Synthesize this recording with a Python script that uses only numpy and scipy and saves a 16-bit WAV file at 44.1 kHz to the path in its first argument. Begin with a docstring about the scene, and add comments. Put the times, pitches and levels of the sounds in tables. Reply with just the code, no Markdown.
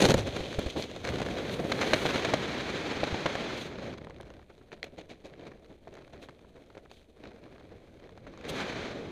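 """A parachute opens over a skydiver, heard by a camera in a closed plastic case.
First the cloth thrashes and cracks and the lines snap taut, in an airstream that roars on the case.
After about four seconds the wind eases: the canopy flutters, creases buckle and pop, a fitting clacks
and gloves work at the slider. Near the end the rush returns as the head turns down."""
import sys
import numpy as np
from scipy import signal
from scipy.fft import rfft, irfft, next_fast_len
from scipy.io import wavfile
from scipy.ndimage import uniform_filter1d, map_coordinates

SR = 44100
rng = np.random.default_rng(int(sys.argv[2]) if len(sys.argv) > 2 else 0)


def to_wav(s):
    """Save 16-bit WAV."""
    ch = np.atleast_2d(s).T  # columns
    pcm = np.round(np.clip(ch, -1, 1) * 32767)  # PCM
    wavfile.write(sys.argv[1], SR, pcm.astype(np.int16))


N = 401751

# spectra of the five bands of flow noise outside the case, low to high: frequency_hz, density_db
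BUFFET_SPECTRUM = [(10, -16.5), (25, -16.5), (65, 3.5), (125, 1), (220, -11.5), (600, -78.5)]
ROAR_SPECTRUM = [(50, -29), (130, -3.5), (250, -1.5), (400, -1), (560, -3), (700, -8.5), (900, -21),
                 (1500, -32.5), (4000, -85.5)]
RUSH_SPECTRUM = [(300, -19.5), (750, 1.5), (1150, 0), (2300, -1.5), (3500, -10), (5200, -4.5), (7000, -19),
                 (15000, -28)]
HISS_SPECTRUM = [(700, -45.5), (2000, -7.5), (3200, 2.5), (4300, -1.5), (6500, -1), (9000, -6.5),
                 (15000, -21.5)]
SWISH_SPECTRUM = [(2000, -48.5), (5500, -19.5), (8500, 1), (15000, -0.5)]
# slack of the cloth, which breaks the rush into flutter and crinkle: time_s, slack_fraction
SLACK = [(1.0, .15), (1.1, 0.3), (1.6, 0.14), (3.6, 0), (4.1, 0.42), (7.55, 0.32), (7.85, 0.1),
         (8.15, 0.45), (8.5, 0)]

def airstream():
    """Turbulence makes broadband noise; loose cloth modulates its amplitude as it flutters and creases."""
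    buffet, roar, rush, hiss, swish = flow_gains()
    slack = np.clip(curves(SLACK)[0], 0, 1)
    air = rng.standard_normal((5, N))
    flutter_db = wobble(70) * (1.16 + 3.6 * slack)  # shared by all that the cloth stirs
    crinkle = creases(rate_hz=110, spread_db=3.0, life_s=0.00058)

    def grain(share):
        return np.sqrt(1 + np.clip(share, 0, 1) * (crinkle ** 2 - 1))

    return (buffet * amp(0.72 * wobble(10)) * through_case(air[0], BUFFET_SPECTRUM)
            + roar * amp(flutter_db) * through_case(air[1] * grain(0.14 * slack), ROAR_SPECTRUM)
            + rush * amp(flutter_db) * through_case(air[2] * grain(1.45 * slack), RUSH_SPECTRUM)
            + hiss * amp(0.98 * flutter_db) * through_case(air[3] * grain(1.2 * slack), HISS_SPECTRUM)
            + swish * amp(0.69 * flutter_db) * through_case(air[4] * grain(0.27 * slack), SWISH_SPECTRUM))


# airflow, falling as the canopy opens and returning as the head turns down: time_s, level_db
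WIND = [(0, -31.5), (.13, -34.5), (.22, -38), (.7, -43), (.88, -45), (1.02, -45.5), (1.07, -39.5),
        (1.7, -34.5), (2.08, -33.5), (2.35, -36.5), (3.55, -38.5), (3.72, -44.5), (3.95, -49.5),
        (4.35, -53), (4.5, -62.5), (4.85, -55.5), (5.2, -60), (6.8, -59), (7.1, -62.5), (7.45, -53),
        (7.95, -58), (8.41, -49.5), (8.52, -37.5), (9.11, -42.5)]
# short gusts on top of the airflow: centre_s, half_length_s, rise_db
GUSTS = [(1.104, 0.019, 5), (3.887, 0.11, 8), (5.433, 0.16, 10.5), (5.98, 0.074, 8), (6.212, 0.084, 8.5),
         (7.267, 0.052, 11.5), (8.046, 0.025, 7.5)]
# how squarely the air meets the case, which brightens the rush: time_s, gain_db
INCIDENCE = [(0, -6.5), (.15, -7), (.5, -3.5), (1.12, -3.5), (1.5, -2), (1.62, -8.5), (1.88, 1),
             (3.45, 2.5), (3.95, -4), (4.5, -2), (8.53, -2), (8.595, 6), (8.64, 1.5), (8.87, 3.5),
             (9.0, -4)]
# the harness shudders as the canopy takes the load or swings: centre_s, half_length_s, level_db
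SHUDDERS = [(0.177, 0.1, -35.5), (0.504, 0.3, -47.5), (1.21, 0.2, -43), (4.17, 0.35, -53.5),
            (7.68, 0.15, -60.5), (8.267, 0.31, -57)]
# friction of nylon on lines and gloves: centre_s, half_length_s, hiss_db, swish_db
SLIDES = [(0.055, 0.0077, -35, -51), (.106, 0.01, -43, -52), (0.487, 0.48, -48, -69),
          (1.27, 0.24, -56.5, -70), (0.703, 0.0074, -41.5, -63), (0.804, 0.032, -45.5, -61),
          (1.532, 0.025, -45.5, -58.5), (1.987, 0.13, -60, -56.5), (3.607, 0.067, -45.5, -63.5),
          (6.236, 0.026, -56, -71), (6.958, 0.054, -65.5, -78), (8.497, 0.012, -43.5, -52),
          (8.585, 0.046, -49, -65)]

def flow_gains():
    """Flow noise grows with the wind, most steeply in the treble; incoherent sources add in power."""
    wind_db = curves(WIND)[0] + sum(db * bell(s, half) for s, half, db in GUSTS)
    excess_db = wind_db + 37  # relative to the roar at full flight
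    incidence_db, = curves(INCIDENCE)
    shudder = sum(amp(db) * bell(s, half) for s, half, db in SHUDDERS)
    slide_hiss, slide_swish = sum(np.outer(amp(dbs), bell(s, half)) for s, half, *dbs in SLIDES)
    hiss_floor, swish_floor = amp(-74), amp(-84.5)  # air always whispers in the lines
    buffet = power_sum(amp(-50 + 0.88 * excess_db), shudder)
    roar = amp(wind_db)
    rush = amp(-42 + 1.224 * excess_db + incidence_db)
    hiss = power_sum(amp(-46.5 + 1.62 * excess_db + incidence_db), slide_hiss, hiss_floor)
    swish = power_sum(amp(-68.5 + 2.5 * excess_db), slide_swish, swish_floor)
    return buffet, roar, rush, hiss, swish


def creases(rate_hz, spread_db, life_s):
    """Random buckling is shot noise: an envelope of tiny decaying bursts of very uneven size."""
    sizes = amp(spread_db * np.minimum(rng.exponential(size=N), 3))
    kicks = (rng.random(N) < rate_hz / SR) * sizes ** 2
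    power = signal.lfilter([1], [1, -np.exp(-1 / (life_s * SR))], kicks)
    return np.sqrt(power / np.mean(power))


KNOCK_HZ = 1170  # pitch of the cloth's knock; also the pivot of spectral tilts
# spectra of the cracking cloth and of the air it pushes: frequency_hz, density_db
CLOTH_SPECTRUM = [(150, -37), (600, 9.5), (950, 3.5), (1600, 5), (2300, 2.5), (4000, 0.5), (6500, 0.5),
                  (10000, -2), (15000, -11.5)]
THUD_SPECTRUM = [(20, -22.5), (70, -8), (150, -1), (300, 1), (550, 0.5), (800, -9.5), (1500, -28),
                 (4000, -94.5)]
# cloth cracks brightly at first, knocks near 4.3 s, then rustles: time_s, tilt_db_per_octave, knock_db
CRISPNESS = [(.1, 4, 0), (.3, 2, 3), (1.7, -1, -3.5), (3, -2.5, -6.5), (4.3, -2, 18), (4.7, -5, -21),
             (5.3, 0, -10), (5.5, -1.5, 1)]
# flaps of the canopy: peak_s, length_s, rustle_db, thud_db
FLAPS = [(.006, 0.012, -29.5, -23.5), (0.025, 0.027, -26, -18.5), (.041, 0.0077, -33, -17),
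         (0.055, 0.019, -25, -18), (0.089, 0.0091, -29.5, -19), (0.1, .008, -28.5, -18),
         (0.108, 0.0077, -25.5, -19.5), (0.118, 0.0052, -28, -16), (0.143, 0.006, -26.5, -13.5),
         (0.184, 0.041, -37.5, -31.5), (0.275, 0.018, -41, -31), (0.365, 0.012, -36, -32),
         (.407, 0.013, -43, -33.5), (0.526, 0.012, -43, -48), (0.592, 0.011, -40.5, -25.5),
         (0.665, 0.017, -41.5, -34), (0.773, 0.043, -46, -29), (.963, 0.015, -46.5, -46),
         (1.053, 0.025, -37.5, -39), (1.075, 0.01, -36.5, -34.5), (1.16, .012, -39, -36),
         (1.204, .005, -37.5, -28.5), (1.218, 0.005, -34, -26), (1.264, 0.0074, -37, -26.5),
         (1.646, 0.017, -44, -30.5), (1.72, 0.0056, -25, -31), (1.819, 0.017, -28, -42),
         (1.936, 0.0055, -19.5, -22), (1.942, 0.0067, -24, -22), (2.06, 0.011, -28, -30),
         (2.16, 0.0085, -32.5, -28), (2.25, 0.0094, -26.5, -31), (2.339, 0.0074, -22, -22),
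         (3.039, 0.0071, -29, -29.5), (3.144, 0.0038, -33.5, -23), (3.262, 0.0098, -26, -28),
         (3.354, 0.0039, -29.5, -24.5), (4.017, 0.0028, -50, -35.5), (4.071, 0.0065, -46, -42),
         (4.203, 0.0077, -51, -41), (4.502, 0.018, -57, -51.5), (4.731, 0.018, -47.5, -44.5),
         (4.841, 0.0085, -47, -42), (4.867, 0.021, -55, -50), (4.987, 0.025, -49, -42),
         (5.013, .01, -51.5, -46), (5.112, 0.043, -51.5, -46), (5.253, 0.03, -53.5, -45),
         (5.471, 0.014, -50, -44.5), (5.71, 0.034, -63, -48), (5.878, 0.014, -57, -45),
         (5.989, .015, -58, -51), (6.136, 0.025, -55.5, -50), (6.238, 0.022, -55.5, -54),
         (6.291, 0.0075, -50.5, -45), (6.561, 0.027, -62, -52), (6.778, 0.012, -52.5, -48),
         (7.72, 0.04, -63, -47.5), (8.274, 0.015, -52.5, -50), (8.452, 0.023, -45.5, -40.5),
         (8.606, .02, -36, -49)]

def flaps():
    """A fold travels as a transverse wave, shedding small cracks over a dull thud of displaced air."""
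    track = np.zeros(N)
    push = case_response(THUD_SPECTRUM)
    t = np.arange(-SR // 20, SR // 8) / SR
    when, tilts, knocks = np.transpose(CRISPNESS)
    hz, cloth_db = np.transpose(CLOTH_SPECTRUM)
    octaves = np.log2(hz / KNOCK_HZ)
    for s, length, rustle_db, thud_db in FLAPS:
        tilt_db = np.interp(s, when, tilts) * octaves
        knock_db = np.interp(s, when, knocks) * np.exp(-2 * octaves ** 2)
        colour = case_response(np.transpose([hz, cloth_db + tilt_db + knock_db]))
        envelope = burst(t / max(length, .002), rise=0.38, fall=0.63)
        cracks, sizes, puff = rng.standard_normal((3, len(t)))
        rustle = signal.fftconvolve(envelope * cracks * ragged(sizes, samples=70), colour)
        thud = signal.fftconvolve(envelope * puff, push)
        sound = amp(rustle_db) * unit_energy(rustle) + amp(thud_db - 2.5) * unit_energy(thud)
        add(track, s + t[0], sound * np.sqrt(length * SR))
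    return track


# low slaps and sharp snaps of cloth and lines: start_s, level_db, pitch_hz
SNAPS = [(.587, -20, 404), (0.591, -29, 12000), (0.7976, -17.5, 500), (0.824, -18.5, 5060),
         (1.721, -11, 1710), (1.9333, -6, 1200), (2.0542, -12.5, 650), (2.0612, -12, 950),
         (2.1585, -14.5, 650), (2.3365, -9.5, 740), (3.0333, -11, 600), (3.2576, -12, 600),
         (4.7185, -29.5, 1820), (5.338, -36, 1990), (5.8735, -31, 700), (6.2875, -32, 1200),
         (6.7703, -29, 500), (6.9142, -34, 650)]

def snaps():
    """Sudden tension excites a heavily damped oscillation, followed by a brief rattle in the case."""
    track = np.zeros(N)
    t = np.arange(SR // 30) / SR
    wall = case_response([(100, -13.0), (700, -11)])
    for s, db, hz in SNAPS:
        jerk = np.sin(2 * np.pi * hz * t) * np.exp(-t * hz / 0.55)
        rattle = 0.41 * rng.standard_normal(len(t)) * decay(t, t60_s=0.021)
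        band = signal.iirpeak(min(hz, TOP_HZ), 1, SR)
        snap = signal.fftconvolve(jerk + signal.lfilter(*band, rattle), wall)
        add(track, s, amp(db - 3.0) * unit_peak(snap))
    return track


# spectrum of a buckling crease: frequency_hz, density_db
POP_SPECTRUM = [(100, -12), (250, 2), (550, 6.5), (1300, 5), (3500, -2.5), (6500, -1), (15000, -9)]
# single creases in the slider and the canopy: peak_s, length_s, level_db
POPS = [(1.09, 0.0019, -29), (1.287, 0.0024, -29.5), (3.982, .002, -43.5), (4.047, 0.0016, -43.5),
        (4.099, .002, -42), (4.108, 0.0033, -46), (4.185, 0.0013, -53), (4.211, .001, -44),
        (4.232, 0.0022, -50), (4.304, 0.0022, -46), (4.339, 0.0014, -51), (4.394, 0.0039, -51.5),
        (4.429, 0.0025, -56), (4.614, 0.0071, -50), (4.731, .003, -42.5), (5.257, 0.0021, -45.5),
        (5.518, .004, -46), (5.941, 0.0016, -49.5), (5.954, 0.0018, -47.5), (5.969, 0.0022, -47),
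        (5.975, .004, -47), (6.022, .003, -52), (6.079, .0025, -52), (6.287, .0015, -52),
        (6.294, .002, -48), (6.393, .003, -52.5), (6.447, 0.0058, -52.5), (6.579, .004, -53.5),
        (6.703, 0.0029, -50), (6.753, .005, -47), (6.857, 0.0063, -51), (6.915, .0012, -44),
        (7.256, .004, -47), (7.317, .004, -50), (7.465, .003, -53), (7.561, .004, -53), (7.582, .003, -52),
        (7.611, .004, -53), (8.093, 0.0025, -49.5), (8.177, 0.0031, -45), (8.269, .004, -42.5),
        (8.339, .003, -47), (8.376, .0017, -46), (8.412, .002, -46)]

def pops():
    """Buckling releases elastic energy in a run of tiny cracks; the slower the release, the duller."""
    track = np.zeros(N)
    t = np.arange(-SR // 80, SR // 25) / SR
    hz, pop_db = np.transpose(POP_SPECTRUM)
    for s, length, db in POPS:
        envelope = burst(t / length, rise=0.51, fall=0.91)
        cracks, sizes = rng.standard_normal((2, len(t)))
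        tilt = -3.5 * np.log2(length / 0.0019)  # dB per octave, zero for a pop of 1.9 ms
        colour = case_response(np.transpose([hz, pop_db + tilt * np.log2(hz / KNOCK_HZ)]))
        pop = signal.fftconvolve(envelope * cracks * ragged(sizes, samples=40), colour)
        add(track, s + t[0], amp(db) * np.sqrt(length * SR) * unit_energy(pop))
    return track


# deep bumps of air: start_s, level_db, pitch_hz
BUMPS = [(0.058, -13.5, 140), (0.097, -14, 142), (0.144, -19, 114), (.152, -17, 150), (0.169, -23, 80),
         (0.407, -27, 67.7), (0.584, -20.5, 85.4), (0.661, -23.5, 65.4), (3.126, -23, 94),
         (8.512, -27.5, 139)]

def eddy_bumps():
    """A large eddy passes as a pressure pulse: it pushes on the case and pulls back."""
    track = np.zeros(N)
    t = np.arange(SR // 10) / SR
    for s, db, hz in BUMPS:
        add(track, s, amp(db) * np.sin(2 * np.pi * hz * t) * np.exp(-t * hz / 0.74))
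    return track


# modes of a small hard fitting: frequency_hz, level_db, t60_s
FITTING_MODES = [(2080, 0, .0058), (3450, -6, .005), (4100, -5, .005)]
# the fitting strikes and bounces once: start_s, ring_db, buzz_db
CLACKS = [(4.8297, -21.5, -37), (4.8417, -37, -37)]

def clacks():
    """An impact excites the fitting's damped normal modes and a brief buzz in the case."""
    track = np.zeros(N)
    t = np.arange(SR // 20) / SR
    ring = sum(amp(db) * decay(t, t60) * np.sin(2 * np.pi * hz * t) for hz, db, t60 in FITTING_MODES)
    ring *= 1 - np.exp(-t / 0.00043)  # softens the onset
    wall = case_response([(200, -4), (620, 12), (1000, -10), (1500, -4), (2100, 1), (4000, 0), (9000, 0)])
    for s, ring_db, buzz_db in CLACKS:
        rattle = rng.standard_normal(len(t)) * decay(t, t60_s=0.032)
        buzz = signal.fftconvolve(rattle, wall)[:len(t)]
        add(track, s, amp(ring_db) * unit_peak(ring) + amp(buzz_db) * unit_peak(buzz))
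    return track


def helmet_rumble():
    """Forced vibration of the helmet in the moving air gives a faint, steady rumble."""
    return amp(-63.0) * through_case(rng.standard_normal(N), [(35, -4.0), (80, -1.5), (300, -59.5)])


# transmission through the walls of the case: frequency_hz, gain_db
CASE_TRANSMISSION = [(900, 0), (1200, -.5), (1600, 1), (1900, .5), (2400, 2), (2800, -3.5), (3300, -1.5),
                     (4150, -.5), (4750, -9.5), (5400, -13.5), (6300, -8.5), (7900, -19), (11000, -23.5),
                     (15500, -29)]

def case_response(spectrum, size=4096):
    """Source spectrum and wall transmission add in dB; a folded cepstrum gives the causal response."""
    hz = np.fft.rfftfreq(size, 1 / SR)
    cepstrum = irfft(np.log(amp(along(spectrum, hz) + along(CASE_TRANSMISSION, hz))))
    cepstrum[1:size // 2] *= 2
    cepstrum[size // 2 + 1:] = 0
    return irfft(np.exp(rfft(cepstrum)))


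def through_case(x, spectrum):
    """Convolution colours a long excitation; the result has rms 1."""
    return unit_rms(signal.oaconvolve(x, case_response(spectrum))[:N])


def amp(db):
    """Decibels to gain."""
    return 10 ** (np.asarray(db) / 20)


def unit_rms(x):
    return x / np.sqrt(np.mean(x ** 2) + 1e-20)


def unit_energy(x):
    return x / np.linalg.norm(x)


def unit_peak(x):
    return x / np.max(np.abs(x))


def power_sum(*gains):
    return np.sqrt(sum(gain ** 2 for gain in gains))


def along(points, hz):
    """(frequency_hz, value) points interpolated on a log axis."""
    knots_hz, values = np.transpose(points)
    return np.interp(np.log(hz + 1), np.log(knots_hz + 1), values)


def curves(rows):
    """One value per sample for each column after the time."""
    s, *cols = np.transpose(rows)
    return [np.interp(np.arange(N) / SR, s, c) for c in cols]


def wobble(rate):
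    """A smooth random curve, rate knots a second."""
    return map_coordinates(rng.standard_normal(int(N * rate / SR) + 4), [np.arange(N) * rate / SR])


def ragged(noise, samples):
    """Smoothed noise as a gain that varies by 4 dB rms."""
    return amp(4 * unit_rms(uniform_filter1d(noise, size=samples)))


def bell(s, half_length):
    """A Gaussian of height 1 around time s."""
    return np.exp(-((np.arange(N) / SR - s) / half_length) ** 2)


def burst(u, rise, fall):
    """A Gaussian rise to u = 0, then an exponential fall."""
    return np.exp(-np.where(u < 0, (u / rise) ** 2, u / fall))


def decay(t, t60_s):
    """Exponential damping, 60 dB in t60_s."""
    return amp(-60 * t / t60_s)


def add(track, s, sound):
    """Mix a sound into the track from time s on."""
    start = round(s * SR)
    sound = sound[max(-start, 0):max(N - start, 0)]
    track[max(start, 0):][:len(sound)] += sound


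def scene():
    """The sources superpose at one microphone inside the case, which feeds both channels."""
    sound = airstream() + helmet_rumble() + flaps() + snaps() + pops() + clacks() + eddy_bumps()
    return np.array([sound, sound])


TOP_HZ = 15350

def record(dry):
    """An ideal low-pass filter: the camera keeps nothing above its band limit."""
    size = next_fast_len(N + SR // 2)
    passband = np.fft.rfftfreq(size, 1 / SR) < TOP_HZ
    return irfft(rfft(dry, size) * passband, size)[:, :N]


dry = scene()
out = record(dry)
to_wav(out)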